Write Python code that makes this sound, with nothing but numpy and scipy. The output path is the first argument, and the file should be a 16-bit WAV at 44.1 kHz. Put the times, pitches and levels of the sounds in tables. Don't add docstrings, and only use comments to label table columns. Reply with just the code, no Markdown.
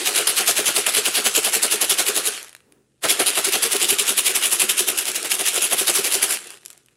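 import sys
import numpy as np
from scipy import signal
from scipy.fft import rfft, irfft, next_fast_len
from scipy.io import wavfile
from scipy.ndimage import uniform_filter1d, map_coordinates

SR = 44100
rng = np.random.default_rng(int(sys.argv[2]) if len(sys.argv) > 2 else 0)


def log_audio(samples):
    frames = np.atleast_2d(samples).T
    limited = np.clip(frames, -1, 1)
    pcm = np.round(limited * 32767).astype(np.int16)
    wavfile.write(sys.argv[1], SR, pcm)


N = 307199
TIME = np.arange(N) / SR

# t/s, shower level/dB, rise to its crest/s, bulk lag after the crest/s, thud level/dB, note level/dB
STROKES = [(0.053, -17.5, 0.018, 0.0078, -30.5, -36), (0.15, -18.5, 0.036, 0.0093, -27, -29.5),
           (0.27, -15, 0.0045, 0.015, -27, -43), (0.37, -14.5, 0.014, 0.017, -25.5, -40.5),
           (0.473, -12, 0.015, 0.0054, -26, -33), (0.562, -17, 0.018, 0.012, -25.5, -26.5),
           (0.658, -16, 0.021, 0.01, -24, -48), (0.755, -14.5, 0.013, 0.013, -27.5, -27.5),
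           (0.864, -14.5, 0.0033, 0.016, -27.5, -50), (0.946, -17, 0.03, 0.0034, -25.5, -29.5),
           (1.051, -16.5, 0.013, 0.015, -26, -42.5), (1.143, -17.0, 0.031, 0.0096, -25, -32.5),
           (1.253, -14, 0.015, 0.001, -25.5, -41), (1.349, -14.5, 0.013, 0.014, -29, -25),
           (1.439, -16, 0.021, 0.012, -25.5, -48), (1.531, -13.5, 0.012, 0.01, -45, -30),
           (1.626, -15, 0.0091, 0.012, -25.5, -37), (1.713, -13.5, 0.0095, 0.015, -33, -31.5),
           (1.81, -14, 0.0074, 0.012, -25, -41.5), (1.896, -12.5, 0.0075, 0.01, -33.5, -31.5),
           (1.984, -15.0, 0.013, 0.0047, -23.5, -42), (2.064, -15.5, 0.012, 0.011, -38, -28.5),
           (2.155, -17.5, 0.016, 0.005, -25.5, -34), (2.25, -17.5, 0.02, 0.001, -43, -34),
           (3.035, -21.5, 0.011, 0.0068, -20, -27.5), (3.089, -13, 0.012, 0.006, -30.5, -35),
           (3.195, -17, 0.0053, 0.008, -18.5, -49), (3.264, -15, 0.0077, 0.012, -46, -38),
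           (3.355, -19.5, 0.029, 0.001, -22, -41), (3.443, -15.5, 0.01, 0.016, -38, -25.5),
           (3.523, -15.5, 0.018, 0.011, -24.5, -30), (3.625, -15.0, 0.014, 0.012, -33.5, -29.5),
           (3.713, -14.5, 0.015, 0.02, -29.5, -29), (3.804, -16.5, 0.023, 0.014, -31, -48),
           (3.887, -13.5, 0.016, 0.015, -40, -27.5), (3.986, -14.5, 0.0031, 0.013, -41.5, -32),
           (4.07, -15.5, 0.023, 0.0065, -30.5, -33), (4.173, -14.5, 0.0089, 0.0038, -44, -46.5),
           (4.256, -15.0, 0.021, 0.016, -45, -31.5), (4.351, -13.5, 0.011, 0.0022, -34, -51),
           (4.426, -16.5, 0.03, 0.0033, -40, -36), (4.514, -15.5, 0.017, 0.0065, -33.5, -50),
           (4.596, -14.5, 0.019, 0.013, -34, -29), (4.691, -13, 0.0063, 0.003, -41, -44),
           (4.778, -14, 0.014, 0.011, -37, -29), (4.873, -16, 0.011, 0.0075, -31, -44),
           (4.974, -19.5, 0.017, 0.012, -47, -43), (5.064, -23, 0.025, 0.001, -39, -37),
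           (5.146, -21.5, 0.012, 0.001, -37, -52), (5.244, -24.5, 0.007, 0.001, -30.5, -40),
           (5.306, -16, 0.013, 0.014, -34, -62), (5.389, -21.5, 0.019, 0.002, -29, -35),
           (5.456, -17, 0.019, 0.0057, -38, -49), (5.54, -19.0, 0.032, 0.0018, -27.5, -31),
           (5.612, -16.5, 0.03, 0.01, -43, -51), (5.71, -18, 0.019, 0.001, -24.5, -34),
           (5.78, -15.5, 0.016, 0.014, -39, -30), (5.869, -16.5, 0.026, 0.001, -28.5, -53),
           (5.944, -16.0, 0.028, 0.013, -34, -27), (6.043, -15.5, 0.011, 0.011, -30.5, -47),
           (6.122, -16, 0.024, 0.0063, -33, -31.5), (6.223, -12.5, 0.0062, 0.008, -29, -40),
           (6.288, -20, 0.038, 0.011, -48, -44)]
# t/s, tilt (0 upright, 1 on its side)
TILT = [(0, 0), (3.6, 0), (4.3, 1)]


def amp(db):
    return 10 ** (np.asarray(db) / 20)


def unit(x):
    return x / np.sqrt(np.mean(x ** 2) + 1e-20)


def along(points, hz):
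    f, v = np.transpose(points)
    return np.interp(np.log(hz + 1), np.log(f), v)


def curve(rows):
    return np.interp(TIME, *np.transpose(rows))


def coloured(x, spectrum, size=4096):
    cepstrum = irfft(np.log(amp(along(spectrum, np.fft.rfftfreq(size, 1 / SR)))))
    cepstrum[1:size // 2] *= 2
    cepstrum[size // 2 + 1:] = 0
    response = irfft(np.exp(rfft(cepstrum)))
    return signal.oaconvolve(x, response / np.linalg.norm(response))[:N]


def swell(crest, rise, fall):
    span = slice(max(0, int((crest - 4 * rise) * SR)), int((crest + 4 * fall) * SR))
    t = TIME[span] - crest
    return span, np.exp(-.5 * (t / np.where(t < 0, rise, fall)) ** 2)


def swells(times, db, rise, fall):
    power = np.zeros(N)
    for crest, peak, up, down in np.broadcast(times, amp(db), rise, fall):
        span, shape = swell(crest, up, down)
        power[span] += (peak * shape) ** 2
    return np.sqrt(power)


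def contacts(rate, scatter_db):
    chance = np.clip(rate / SR, 1e-4, 1)
    sizes = unit(amp(scatter_db * np.clip(rng.standard_normal(N), -2, 2)))
    return (rng.random(N) < chance) * rng.choice([-1, 1], N) * sizes / np.sqrt(chance)


def pieces(hits, t60, count=3, ring_size=512, block_size=2048):
    t = np.arange(ring_size) / SR
    blocks = np.pad(hits, (0, -N % block_size)).reshape(-1, 1, block_size)
    rings = rng.standard_normal((len(blocks), count, ring_size)) * amp(-60 * t / t60)
    rings[..., 0] = 0.82 * np.linalg.norm(rings, axis=2)
    rings /= np.linalg.norm(rings, axis=2, keepdims=True)
    struck = rng.integers(count, size=blocks.shape) == np.arange(count)[:, None]
    rung = signal.fftconvolve(blocks * struck, rings, axes=2).sum(axis=1)
    positions = block_size * np.arange(len(rung))[:, None] + np.arange(rung.shape[1])
    return np.bincount(positions.ravel(), rung.ravel())[:N]


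def background(hum_hz, hum_db, air_db):
    # f/Hz, level/dB
    air_colour = [(25, .5), (58, -3), (100, -4), (200, -2), (450, -3.5), (700, -20), (3000, -30),
                  (5400, -23.5), (9500, -19), (15500, -46)]
    waver = 0.014 * np.cumsum(rng.standard_normal(N))
    hum = amp(hum_db) * np.sin(2 * np.pi * hum_hz * TIME + waver)
    return hum + amp(air_db) * coloured(rng.standard_normal(N), air_colour)


def tumble():
    # t/s, level/dB
    flow_levels = [(0, -26), (1.3, -29), (2.25, -28), (2.38, -33.5), (2.48, -50), (2.68, -79),
                   (3.005, -72.5), (3.035, -27.5), (3.9, -27.5), (5.1, -30), (6.35, -27), (6.41, -41.5),
                   (6.53, -42.5), (6.61, -56), (6.72, -54), (6.82, -64)]
    # f/Hz, level/dB
    slide_colour = [(100, -34.5), (220, -16), (360, 0.9), (600, -6.5), (950, -10), (1350, -3.5), (2000, -5),
                    (2700, -1), (4400, -7), (6000, -7.5), (8500, -5.5), (10200, -5), (12500, -14.5),
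                    (15800, -34)]
    onsets, *_ = np.transpose(STROKES)
    airborne = swells(onsets - .014, db=0, rise=.013, fall=.013)
    flow = amp(curve(flow_levels) - 3 * airborne)
    hits = flow * contacts(600 + 130000 * flow, scatter_db=3.0)
    slide = coloured(pieces(hits, t60=.01), slide_colour)
    soft = signal.sosfiltfilt(signal.butter(1, 4500, fs=SR, output="sos"), slide)
    hardness = flow / (flow + amp(-66))
    return soft + hardness * (slide - soft)


def showers(early_db=-3, front_s=0.002, fall_s=0.0093):
    power = np.zeros(N)
    for onset, db, rise, *_ in STROKES:
        span, shape = swell(onset + rise, rise, fall_s)
        ahead = .5 - .5 * np.tanh((TIME[span] - onset) / front_s)
        power[span] += (amp(db + early_db * ahead) * shape) ** 2
    return np.sqrt(power)


def clumps(rate, depth_db):
    knots = rng.standard_normal(int(N * rate / SR) + 4)
    return unit(amp(depth_db * map_coordinates(knots, [TIME * rate], order=1)))


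def wall_patches(x, depth_db, size=256):
    spectra = signal.stft(x, nperseg=size)[2]
    patches = uniform_filter1d(rng.standard_normal(spectra.shape), size=7, axis=0)
    patches = uniform_filter1d(patches, size=16, axis=1)
    return signal.istft(spectra * unit(amp(depth_db * unit(patches))), nperseg=size)[1][:N]


def clatter(shower_treble_db=-1, bulk_treble_db=-0.1, sideways_treble_db=-0.05):
    # f/Hz, level/dB
    clatter_colour = [(40, -67.5), (100, -50), (300, -21.5), (950, -12.5), (1350, -13), (2000, -9),
                      (2700, -1.5), (3400, -3), (4400, -7.5), (5000, -5.5), (5600, -7.5), (7400, -3),
                      (9000, -2.5), (10000, 2), (11300, -1.5), (12500, -9), (15800, -18.5)]
    onsets, shower_db, rise, lag, _, _ = np.transpose(STROKES)
    shower = showers()
    bulk = swells(onsets + rise + lag, shower_db - 5, rise=.0014, fall=.019)
    force = np.hypot(shower, bulk) * clumps(rate=260, depth_db=2)
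    hits = force * contacts(1500 + 22000 * force, scatter_db=5.0)
    rattle = wall_patches(coloured(pieces(hits, t60=0.0079), clatter_colour), depth_db=0.5)
    bare = shower / (shower + bulk + 1e-9)
    treble_db = bare * shower_treble_db + (1 - bare) * bulk_treble_db + curve(TILT) * sideways_treble_db
    dull = signal.sosfiltfilt(signal.butter(2, 5500, fs=SR, output="sos"), rattle)
    return amp(0.57) * (dull + amp(treble_db) * (rattle - dull))


def base_ring(x):
    # f/Hz, width/Hz, level/dB
    modes = [(1530, 1200, -11.5), (4180, 890, -8.5)]
    ring = sum(amp(db) * signal.lfilter(*signal.iirpeak(hz, hz / width, fs=SR), x)
               for hz, width, db in modes)
    return x + (1 - curve(TILT)) * ring


def thuds():
    # f/Hz, level/dB
    thud_colour = [(25, -50.5), (60, -41.5), (120, -16.5), (210, -10.5), (330, 1.5), (520, 0), (740, 3.5),
                   (920, -7.5), (1350, -1.6), (1800, -5), (2600, -7.5), (5000, -11), (15000, -49)]
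    onsets, _, rise, lag, thud_db, _ = np.transpose(STROKES)
    push = swells(onsets + rise + lag, thud_db + 1.1, rise=0.01, fall=0.013)
    hits = push * contacts(4000, scatter_db=3.5)
    return wall_patches(coloured(hits, thud_colour), depth_db=2.0)


def hollow_note(upright_hz=412.4, sideways_hz=382, spread_hz=20, delay_s=.006, palm_db=-1):
    # f/Hz, level/dB
    thump_colour = [(50, -27.5), (110, -18.5), (210, -2), (300, .5), (400, 5.5), (520, 4.5), (620, -6.5),
                    (740, 1.5), (900, -19.5), (2000, -32.5), (10000, -64)]
    onsets, _, rise, lag, _, note_db = np.transpose(STROKES)
    landings = onsets + rise + lag + delay_s
    tilt = np.interp(onsets, *np.transpose(TILT))
    pitches = upright_hz + tilt * (sideways_hz - upright_hz) + spread_hz * rng.standard_normal(len(onsets))
    note_db = note_db + tilt * palm_db
    drift = 0.02424 * np.cumsum(rng.standard_normal(N))
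    note = np.zeros(N)
    for landing, db, hz in zip(landings, note_db, pitches):
        span, shape = swell(landing, rise=0.0032, fall=0.014)
        note[span] += amp(db + 4) * shape * np.sin(2 * np.pi * hz * TIME[span] + drift[span])
    flex = swells(landings, note_db - 4, rise=0.0039, fall=0.012)
    return note + coloured(flex * contacts(3000, scatter_db=1.5), thump_colour)


def room_reverb(x):
    # f/Hz, t60/s
    decay_times = [(150, 0.24), (500, 0.56), (3000, 0.4), (10000, 0.46), (16000, .06)]
    hz, t, spectra = signal.stft(rng.standard_normal(SR // 2), SR, nperseg=256)
    decay = amp(-60 * t / along(decay_times, hz)[:, None])
    tail = signal.istft(spectra * decay, SR, nperseg=256)[1]
    tail = np.pad(tail, (SR // 300, 0))
    return signal.oaconvolve(x, tail / np.linalg.norm(tail))[:N]


def standing_waves(x):
    # f/Hz, width/Hz, level/dB
    modes = [(123, 3, 4.5), (209, 5.7, 4.5)]
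    size = next_fast_len(N + SR)
    f = np.fft.rfftfreq(size, 1 / SR)
    response = sum(amp(db) * 1j * f * width / (hz * hz - f * f + 1j * f * width) for hz, width, db in modes)
    return irfft(rfft(x, size) * response, size)[:N]


def stray_pieces():
    # t/s, relative tick level/dB, knock level against the tick/dB
    landings = [(2.338, -17.5, -7), (2.377, -23, 6.5), (2.429, -16.5, -17), (2.446, -24, -10),
                (2.483, -30.5, 1), (2.494, -25, -8), (2.529, -31, -3), (2.550, -23.5, -2),
                (2.565, -32.5, -1), (2.605, -44, 2), (2.723, -33.5, -6), (5.055, -4, -16), (5.117, -8, -25),
                (5.229, -7, -18), (6.372, -21, 4.5), (6.444, -23, -18), (6.472, -20, -12), (6.505, -18, -9),
                (6.537, -31, -4), (6.573, -33, -3), (6.633, -43, 6), (6.652, -24.5, -16), (6.660, -15, -17),
                (6.682, -26, -17.5), (6.703, -18.5, -14), (6.711, -26, -14), (6.730, -26, -25),
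                (6.777, -31, -23), (6.861, -35.5, -21), (6.885, -49.5, 8)]
    # f/Hz, level/dB
    tick_colour = [(150, -21), (600, -17.5), (1500, -23.5), (3000, -2), (5000, 1.5), (7000, 3.5),
                   (11300, 7), (13000, -9), (15800, -16)]
    # f/Hz, level/dB
    knock_colour = [(150, -36), (500, -9), (1400, -2), (2600, 3), (4000, -1), (7000, -22), (15000, -46)]
    tick_hits, knock_hits = np.zeros(N), np.zeros(N)
    for t, db, knock_db in landings:
        tick_hits[round(t * SR)] = amp(db)
        knock_hits[round(t * SR)] = amp(db + knock_db)
    ticks = coloured(pieces(tick_hits, t60=0.0085), tick_colour)
    knocks = coloured(pieces(knock_hits, t60=0.0094), knock_colour)
    return amp(7.0) * ticks + amp(10.0) * knocks


def grip():
    # t/s, level/dB, rise/s, fall/s
    shifts = [(2.72, -59.5, .07, .08), (6.55, -70, .15, 0.34)]
    # f/Hz, level/dB
    rub_colour = [(60, -28), (200, -7.5), (400, -3), (600, -15), (1500, -21.5), (5000, -34)]
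    return swells(*np.transpose(shifts)) * coloured(rng.standard_normal(N), rub_colour)


def scene():
    tub = amp(0.1) * base_ring(clatter() + tumble()) + thuds() + hollow_note() + stray_pieces() + grip()
    walls = amp(-16) * room_reverb(tub) + amp(-1) * standing_waves(tub)
    return (tub + walls + background(hum_hz=129, hum_db=-70.0, air_db=-67.5))[None]


def record(dry):
    low_hz, top_hz, ceiling = 48, 15900, amp(-3)
    thin = signal.sosfilt(signal.butter(4, low_hz, "high", fs=SR, output="sos"), dry)
    rounded = thin / (1 + (thin / ceiling) ** 4) ** (1 / 4)
    size = next_fast_len(N + SR // 2)
    band = np.clip((top_hz - np.fft.rfftfreq(size, 1 / SR)) / 400 + .5, 0, 1) ** 2
    return irfft(rfft(rounded, size) * band, size)[..., :N]


dry = scene()
out = record(dry)
log_audio(out)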